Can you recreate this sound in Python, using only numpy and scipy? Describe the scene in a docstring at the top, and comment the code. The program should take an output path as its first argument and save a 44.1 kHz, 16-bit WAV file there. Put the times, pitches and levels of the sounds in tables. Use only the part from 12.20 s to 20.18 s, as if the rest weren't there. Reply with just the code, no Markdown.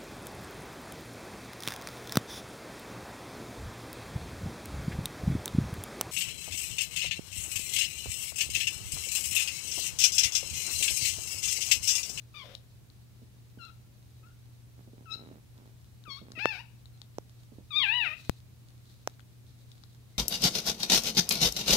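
"""A newborn puppy squeaks and grunts close by in a small room; more squeaks and two long whines follow,
made by tiny vocal folds sounding through a moving mouth. The litter suckles and smacks, and the mother
licks and nuzzles through fur and bedding. The microphone is a hand-held camera's, left port facing the
puppies; fingers bump, creak and tap right on its case and once pop that port. Behind it all an
appliance hums and the microphone hisses."""
import sys
import numpy as np
from scipy import signal
from scipy.fft import rfft, irfft
from scipy.io import wavfile
from scipy.ndimage import uniform_filter1d

SR = 44100
rng = np.random.default_rng(int(sys.argv[2]) if len(sys.argv) > 2 else 0)


def unload_audio(sound):
    """Save the sound as a 16-bit wav file, at the path given as the first command line argument."""
    columns = np.transpose(np.atleast_2d(sound))
    # keep every value between -1 and 1, then stretch to whole-number steps
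    steps = np.round(np.clip(columns, -1, 1) * 32767)
    wavfile.write(sys.argv[1], SR, steps.astype(np.int16))


N = 351918
TIME = np.arange(N) / SR

# short squeaks: (time [s], length [s], first pitch [Hz], middle pitch [Hz], last pitch [Hz],
# fundamental [dB], open-mouth overtones [dB], attack [s], release [s], mouth opens after [s],
# open-mouth resonance [Hz], lift above 4 kHz [dB], roughness [0-1])
SQUEAKS = [(0.139, .108, 1174, 1157, 900, -53.5, -42, 0.0044, 0.015, -0.01, 3060, 7, 0.34),
           (1.386, 0.12, 1410, 1350, 1247, -47, -47.5, 0.034, 0.067, -0.0015, 3490, 3, 0.14),
           (2.028, 0.095, 1244, 1392, 1390, -58, -69, 0.011, 0.083, 0.0041, 2800, 0, .1),
           (2.855, .1, 1355, 1287, 1342, -46.5, -32.5, 0.036, 0.017, 0.04, 3980, 8.5, 0.13),
           (3.851, .145, 1426, 1073, 1295, -46, -37, 0.022, 0.092, 0.03, 3940, 7, 0.05),
           (4.715, 0.081, 1450, 1353, 1300, -74.5, -66, 0.025, .05, -0.002, 4150, -8, .05),
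           (7.937, 0.044, 2170, 2084, 2050, -67.5, -82, 0.016, .01, .01, 4200, 0, 0.14)]
# long whines, before the muzzle colours them: (time [s], length [s], attack [s], release [s],
# fundamental [dB], overtones [dB], hoarseness [0-1], lift above 4 kHz [dB])
WHINES = [(4.152, 0.26, 0.046, 0.11, -43, -30, 0.44, 13), (5.505, 0.44, 0.053, 0.14, -40.5, -23, .24, -6.5)]
# one pitch curve for each whine: (time [s], pitch [Hz])
WHINE_PITCH = [
    [(4.157, 657), (4.182, 625), (4.203, 810), (4.253, 896), (4.298, 884), (4.325, 797), (4.365, 733),
     (4.395, 905), (4.42, 1038)],
    [(5.505, 1286), (5.535, 1128), (5.578, 1245), (5.622, 1076), (5.648, 860), (5.67, 787), (5.705, 855),
     (5.738, 975), (5.79, 978), (5.842, 812), (5.872, 611), (5.92, 620), (5.945, 680)],
]
# the mouth opens as a whine goes higher: (pitch [Hz], mouth resonance [Hz])
MOUTH_BY_PITCH = [(700, 2570), (880, 2510), (980, 2860), (1100, 3250), (1245, 3300)]
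# a whine flares as a harmonic slides through a muzzle resonance: (frequency [Hz], gain [dB])
MUZZLE = [(1900, 0), (2330, -4.5), (2600, 2), (2950, -1.5), (3250, -5), (3550, -2), (3750, 1), (4300, 0.5),
          (6000, -0.5)]
# a puppy's throat: (frequency [Hz], gain [dB])
THROAT = [(500, -12), (1200, 2), (1800, 2), (2600, -0.5), (3200, -5), (3700, 0), (4400, -5), (5500, -9.5),
          (7000, -16), (10000, -25)]
# how much weaker the cries reach the far, right port: (frequency [Hz], gain [dB])
CASE_SHADOW = [(600, -4), (1200, -15.5), (2000, -20), (2800, -33.5), (4500, -34.5), (8000, -6)]
# wet smacks of small mouths: (time [s], relative level [dB], main resonance [Hz])
SMACKS = [(0.3513, -31.5, 3990), (0.7004, -50, 4260), (1.4513, -46, 3950), (3.839, -52, 3900),
          (4.1188, -37.5, 4200), (4.657, -47, 3860), (4.817, -36, 4100), (6.0499, -44, 2580),
          (6.995, -48.5, 1500), (7.004, -48.5, 2730), (7.5168, -44, 3600), (7.637, -42.5, 3760)]
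# their resonances: (multiple of the main one [ratio], width [Hz], gain [dB], left minus right [dB])
SMACK_MODES = [(.36, 1300, -2, 5), (1, 590, 8.5, 13.5), (1.45, 470, -25, -3)]
# a muzzle's strokes through fur and bedding: (time [s], length [s], level [dB])
FUR_STROKES = [(5.95, 0.24, -55), (6.66, 0.31, -66), (7.26, 0.25, -69.5), (7.47, 0.48, -69.5)]
# their rustle: (frequency [Hz], relative density [dB])
FUR_SPECTRUM = [(700, -10), (2800, -11), (3900, 5), (5000, -3.5), (7500, -8.5), (12000, -14)]
# taps on the case: (time [s], thud force [dB], thud pitch [Hz], ring force [dB], crack force [dB])
TAPS = [(4.2564, 18.5, 500, 12, -17.5), (4.9843, 8.5, 390, -32, -24), (6.8746, 12, 670, 0, -11)]
# the case's ring and crack: (frequency [Hz], width [Hz], gain [dB], left minus right [dB])
RING_MODES = [(1210, 900, 2.5, 11.8), (2100, 350, -33, 6)]
CRACK_MODES = [(4320, 960, -2.5, 1.5), (5830, 570, 10.5, -12.5), (7540, 670, 3, -1), (14000, 3800, -7, -4)]
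# soft bumps of the hand: (time [s], relative level [dB])
HAND_BUMPS = [(1.018, -53.5), (1.374, -50), (2.675, -51.5), (2.733, -51), (3.113, -46), (3.878, -50.5),
              (4.016, -47), (4.176, -46.5), (5.32, -50.5), (5.384, -47)]
# the grip shifts and creaks: (time [s], length [s], level [dB])
GRIP_SHIFTS = [(2.56, 0.092, -58.5), (2.775, 0.08, -53.5), (2.9, 0.31, -55.5), (3.35, .17, -59),
               (4.04, 0.13, -55.5)]
# the grip's dull resonances: (frequency [Hz], width [Hz], gain [dB], left minus right [dB])
GRIP_MODES = [(226, 110, 9.5, -7), (368, 98, -6, -10.5), (503, 87, -51, 43)]
# the rumble in the room and the microphone's hiss: (frequency [Hz], relative density [dB])
RUMBLE_SPECTRUM = [(20, -23.5), (45, -7.5), (88, 1.5), (110, -4.5), (150, -7), (220, -12.5), (500, -24),
                   (2000, -36.5)]
HISS_SPECTRUM = [(800, -1.5), (2500, 2), (4000, -1), (6000, -2.5), (15000, -16.5)]


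def puppies(room_db=-6, right_extra_room_db=4):
    """The cries reach the left port directly; the case shades the right one."""
    voice = squeaks() + grunt() + whines()
    left_echo, right_echo = from_db(room_db) * room(voice)
    right = colour(voice + from_db(right_extra_room_db) * right_echo, CASE_SHADOW)
    return np.array([voice + left_echo, right])


def squeaks(depth_db=10.5, flick_s=0.00863, flick_rise=0.154, shut_hz=2660, shut_loss_db=6.5,
            open_s=0.027, stay_s=0.051, close_s=0.11, tired_rough=0.49):
    """Each squeak is one arc of pitch; the mouth opens and lets the overtones out."""
    out = np.zeros(N)
    for (start, length, first, middle, last, fundamental_db, open_db, attack_s, release_s,
         opens_after_s, open_hz, shrill_db, rough) in SQUEAKS:
        span = during(start, length)
        t = TIME[span] - start
        arc = np.polyval(np.polyfit([0, .5, 1], [first, middle, last], 2), t / length)
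        # the pitch flicks up as the folds catch and as they let go
        flick = 1 + flick_rise * np.clip(1 - np.minimum(t, length - t) / flick_s, 0, 1)
        rising, fading = ramps(t, length, attack_s, release_s)
        effort_db = -depth_db * (rising + fading)
        opening = np.interp(t - opens_after_s, np.cumsum([0, open_s, stay_s, close_s]), [0, 1, 1, 0])
        mouth_hz = shut_hz + (open_hz - shut_hz) * opening
        overtones_db = opening * open_db + (1 - opening) * (fundamental_db - shut_loss_db)
        out[span] += cry(arc * flick, fundamental_db + effort_db, overtones_db + effort_db, mouth_hz,
                         rough + tired_rough * fading, shrill_db)
    return out


def whines(onset_db=19.5, fade_db=14.5, steady_hz=943, rattle_hz=590, weak_db_per_octave=28,
           base_rough=0.21, fundamental_share=0.45, quiver_spread_db=1.8):
    """A whine swells, holds and fades; the folds rattle when the pitch is low or the effort gives out."""
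    out = np.zeros(N)
    for whine, curve in zip(WHINES, WHINE_PITCH):
        start, length, attack_s, release_s, fundamental_db, overtones_db, hoarse, shrill_db = whine
        span = during(start, length)
        pitch = uniform_filter1d(np.interp(TIME[span], *np.transpose(curve)), size=400, mode="nearest")
        rising, fading = ramps(TIME[span] - start, length, attack_s, release_s)
        effort_db = -onset_db * rising - fade_db * fading
        slack = np.clip((steady_hz - pitch) / (steady_hz - rattle_hz), 0, 1)
        rough = hoarse * np.clip(base_rough + slack ** 2 * (1 - rising) + fading, 0, 1)
        weak_db = weak_db_per_octave * np.minimum(np.log2(pitch / steady_hz), 0)
        quiver_db = quiver_spread_db * drift(14, len(pitch))
        # the fundamental swings less than the overtones, so effort brightens the voice
        low_db = fundamental_db + fundamental_share * effort_db + weak_db
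        high_db = overtones_db + effort_db + quiver_db - quiver_db.mean()
        out[span] += cry(pitch, low_db, high_db, at_hz(MOUTH_BY_PITCH, pitch), rough, shrill_db)
    return colour(out, MUZZLE)


def grunt(start_s=.236, length_s=.116, pitch_hz=560, fundamental_db=-55, overtones_db=-47, sag_db=5):
    """After the first squeak, slack folds rattle with the mouth wide open; the effort sags midway."""
    span, out = during(start_s, length_s), np.zeros(N)
    t = TIME[span] - start_s
    effort_db = -sag_db * np.sin(np.pi * t / length_s)
    out[span] = cry(np.full(len(t), pitch_hz), fundamental_db + effort_db, overtones_db + effort_db,
                    mouth_hz=3450, rough=0.95, shrill_db=4)
    return out


def cry(pitch, fundamental_db, overtones_db, mouth_hz, rough, shrill_db, mouth_width_hz=380,
        jitter=0.156, half_harmonic_db=-9, air_db=-4, fade_s=0.0022, rolloff_db_per_harmonic=3):
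    """Tiny folds sound through a mouth resonance; strained, they jitter, double their period and rasp."""
    t = TIME[:len(pitch)]
    rough = np.clip(rough, 0, 1)
    strain = jitter * rough ** 3 * drift(170, len(t))
    wobble = (.005 + .06 * np.minimum(rough, .3)) * drift(80, len(t))
    pitch = pitch * (1 + strain + wobble)
    phase = 2 * np.pi * np.cumsum(pitch) / SR
    overtones, power = 0, 0
    for harmonic in np.arange(3, 19) / 2:
        hz = harmonic * pitch
        lift_db = at_hz([(3900, 0), (5000, shrill_db)], hz)
        db = at_hz(THROAT, hz) + lift_db - rolloff_db_per_harmonic * max(harmonic - 4.5, 0)
        gain = from_db(db) / np.hypot(1, 2 * (hz - mouth_hz) / mouth_width_hz)
        if harmonic % 1:   # period doubling adds tones half way between the harmonics
            gain = gain * rough * from_db(half_harmonic_db)
        overtones = overtones + gain * np.sin(harmonic * phase)
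        power = power + gain ** 2 / 2
    puffs = rng.standard_normal(len(t)) * (1 + np.cos(phase))   # air escapes once a cycle
    rasp = rms_one(colour(puffs, [(1500, -2.5), (2600, -37), (3900, -8), (5200, 0), (8000, -25.5)]))
    upper = overtones / np.sqrt(power) + rasp * rough ** 2 * from_db(air_db)
    upper *= from_db(overtones_db) / np.sqrt(1 + 2 * rough ** 2)
    fundamental = from_db(fundamental_db) * np.sqrt(2) * np.sin(phase)
    hiss = puffs * from_db(overtones_db / 2 - 51.5)   # a thin hiss grows more slowly than the tone
    shimmer = from_db(2.6 * rough * drift(160, len(t)))
    fade = np.clip(np.minimum(t, t[-1] - t) / fade_s, 0, 1)
    return fade * (shimmer * (fundamental + upper) + hiss)


def smacks(force_db=17, room_db=-13, cut_hz=9000):
    """A film of spit snaps in a quick spatter; the mouth's opening sets the pitch."""
    out = 0
    for at_s, db, main_hz in SMACKS:
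        modes = [(ratio * main_hz, *rest) for ratio, *rest in SMACK_MODES]
        spatter = bursts([(at_s, db + force_db)], decay_s=0.00066, scatter=0.45)
        out = out + resonate(spatter, modes)
    return soften(out + from_db(room_db) * room(out), cut_hz)


def suckling(per_s=5, force_db=-34, room_db=-6):
    """Faint ticks of nursing mouths come at random."""
    force = (rng.random(N) < per_s / SR) * from_db(force_db - 10 * rng.random(N))
    ticks = resonate(force, [(1400, 900, 3.5, 0.2), (3700, 1800, 4.5, 2)])
    return ticks + from_db(room_db) * room(ticks)


def fur(flutter_db=3, resting_db=-77):
    """Nuzzling brushes fur and blanket in uneven strokes over a faint, constant rustle."""
    strokes = swells(FUR_STROKES, attack_s=0.034, release_s=0.33, depth_db=8.5)
    level = np.hypot(from_db(resting_db), strokes)
    return level * from_db(flutter_db * drift(13, N)) * stereo_noise(FUR_SPECTRUM, alike=0.096)


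def taps(thud_cut_hz=1150, thud_width_hz=395, thud_pan_db=-5.5, ring_cut_hz=2600, room_db=-30):
    """A fingertip knocks the case: a dead thud, pitched by where it lands, a short ring and a crack."""
    out = 0
    for at_s, db, hz, *_ in TAPS:
        knock = soften(clicks([at_s], db), thud_cut_hz)
        out = out + resonate(knock, [(hz, thud_width_hz, 0, thud_pan_db)])
    times, _, _, ring_db, crack_db = np.transpose(TAPS)
    out += resonate(soften(clicks(times, ring_db), ring_cut_hz), RING_MODES)
    out += resonate(clicks(times, crack_db), CRACK_MODES)
    return out + from_db(room_db) * room(out)


def port_pop(at_s=6.0957, step_db=-8, leak_hz=92, right_db=-32):
    """A finger uncovers the left port: a pressure step that leaks away and undershoots."""
    step = from_db(step_db) * (TIME > at_s) + 1e-12 * rng.standard_normal(N)
    pop = signal.sosfilt(signal.butter(2, leak_hz, "high", fs=SR, output="sos"), step)
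    return pop * from_db([[0], [right_db]])


def hand(bump_force_db=37, slips_per_s=68, bump_cut_hz=720, slip_cut_hz=2700):
    """Handling noise: skin bumps the case, and sticks and slips on it as the grip shifts."""
    force = from_db(bump_force_db) * bursts(HAND_BUMPS, decay_s=0.024, scatter=0.044)
    bumps = resonate(soften(force, bump_cut_hz, order=4), GRIP_MODES)
    travel = np.cumsum(slips_per_s * np.exp(0.29 * drift(33, N))) / SR
    slips = np.diff(np.floor(travel), prepend=0) * from_db(3 * drift(60, N))
    friction = slips + .015 * rng.standard_normal(N)
    creak = rms_one(resonate(soften(friction, slip_cut_hz), GRIP_MODES))
    return bumps + creak * swells(GRIP_SHIFTS, attack_s=0.037, release_s=0.051, depth_db=9.5)


def room(x, gap_s=0.0013, early_t60_s=0.2, late_t60_s=0.47, late_db=-10):
    """Near walls answer quickly; the room's late ring is fainter. Each port hears its own echoes."""
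    t = TIME[:SR // 2]
    decay = from_db(-60 * t / early_t60_s) + from_db(late_db - 60 * t / late_t60_s)
    tail = rng.standard_normal((2, len(t))) * decay * (t > gap_s)
    tail /= np.sqrt(np.sum(tail ** 2, axis=1, keepdims=True))
    return signal.fftconvolve(np.atleast_2d(x), tail, axes=1)[:, :N]


def room_tone(hum_hz=119.5, hum_db=-55.5, waver_db=1.5, rumble_db=-57, hiss_db=-71):
    """An appliance hums at twice the mains rate over its own rumble; the microphone hisses."""
    hum = np.sqrt(2) * from_db(hum_db - waver_db * drift(5.1, N)) * np.sin(2 * np.pi * hum_hz * TIME)
    rumble = from_db(rumble_db) * stereo_noise(RUMBLE_SPECTRUM, alike=0.3)
    hiss = from_db(hiss_db) * stereo_noise(HISS_SPECTRUM, alike=-0.19)
    return hum * from_db([[.8], [-.8]]) + rumble + hiss   # the hum sits a little to the left


def from_db(db):
    """Decibels to gain."""
    return 10 ** (np.asarray(db) / 20)


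def rms_one(x):
    """Scale to rms 1."""
    return x / np.sqrt(np.mean(x ** 2) + 1e-20)


def at_hz(points, hz):
    """Read a curve on a log-frequency axis."""
    f, value = np.transpose(points)
    return np.interp(np.log(np.maximum(hz, 1)), np.log(f), value)


def colour(x, spectrum):
    """Filter by a curve of (frequency [Hz], gain [dB])."""
    n = x.shape[-1]
    return irfft(rfft(x) * from_db(at_hz(spectrum, np.fft.rfftfreq(n, 1 / SR))), n)


def drift(rate, size):
    """Random wander up to about rate per second, spread 1."""
    f = np.fft.rfftfreq(size, 1 / SR)
    return rms_one(irfft(rfft(rng.standard_normal(size)) / (1 + (f / rate) ** 2), size))


def stereo_noise(spectrum, alike):
    """Coloured noise; alike is the correlation between the two ports."""
    mid, side = rng.standard_normal((2, N))
    return rms_one(colour(np.sqrt(1 + alike) * mid + np.sqrt(1 - alike) * side * [[1], [-1]], spectrum))


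def clicks(times, db):
    """One impulse for each event."""
    out = np.zeros(N)
    out[np.round(np.asarray(times) * SR).astype(int)] = from_db(db)
    return out


def bursts(events, decay_s, scatter):
    """Each event is a first snap followed by a dying scatter of smaller ones."""
    t = TIME[:SR // 20]
    force = np.zeros(N)
    for at_s, db in events:
        burst = scatter * rng.standard_normal(len(t)) * np.exp(-t / decay_s)
        burst[0] = 1
        start = int(at_s * SR)
        force[start:start + len(t)] += from_db(db) * burst / np.linalg.norm(burst)
    return force


def resonate(force, modes, port_lag_s=.0003):
    """Damped resonances in parallel, each with its own balance; the sound meets the right port first."""
    out = np.zeros((2, N))
    for hz, width_hz, db, pan_db in modes:
        radius = np.exp(-np.pi * width_hz / SR)
        feedback = [1, -2 * radius * np.cos(2 * np.pi * hz / SR), radius ** 2]
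        ring = (1 - radius ** 2) / 2 * signal.lfilter([1, 0, -1], feedback, force + 1e-18)
        out += ring * from_db([[db + pan_db / 2], [db - pan_db / 2]])
    return np.array([np.roll(out[0], int(port_lag_s * SR)), out[1]])


def soften(x, cut_hz, order=2):
    """Low-pass: a soft contact has little treble."""
    return signal.sosfilt(signal.butter(order, cut_hz, fs=SR, output="sos"), x)


def during(start, length):
    """The samples that an event covers."""
    return (TIME >= start) & (TIME < start + length)


def ramps(t, length, attack_s, release_s):
    """How much of the attack is still to come and how much of the release has passed, each 0-1."""
    return np.clip(1 - t / attack_s, 0, 1), np.clip(1 - (length - t) / release_s, 0, 1)


def swells(events, attack_s, release_s, depth_db):
    """The gain of movements that swell, hold and die away."""
    gain = np.zeros(N)
    for start, length, db in events:
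        span = during(start, length)
        rising, fading = ramps(TIME[span] - start, length, attack_s, release_s)
        gain[span] += from_db(db - depth_db * (rising + fading))
    return gain


def scene():
    """The litter, the hand on the case and the room tone, at the microphone's two ports."""
    return puppies() + suckling() + smacks() + fur() + taps() + port_pop() + hand() + room_tone()


def record(dry, cutoff_hz=15700):
    """The camera cuts the top treble steeply."""
    return signal.sosfilt(signal.ellip(10, .1, 70, cutoff_hz, fs=SR, output="sos"), dry)


dry = scene()
out = record(dry)
unload_audio(out)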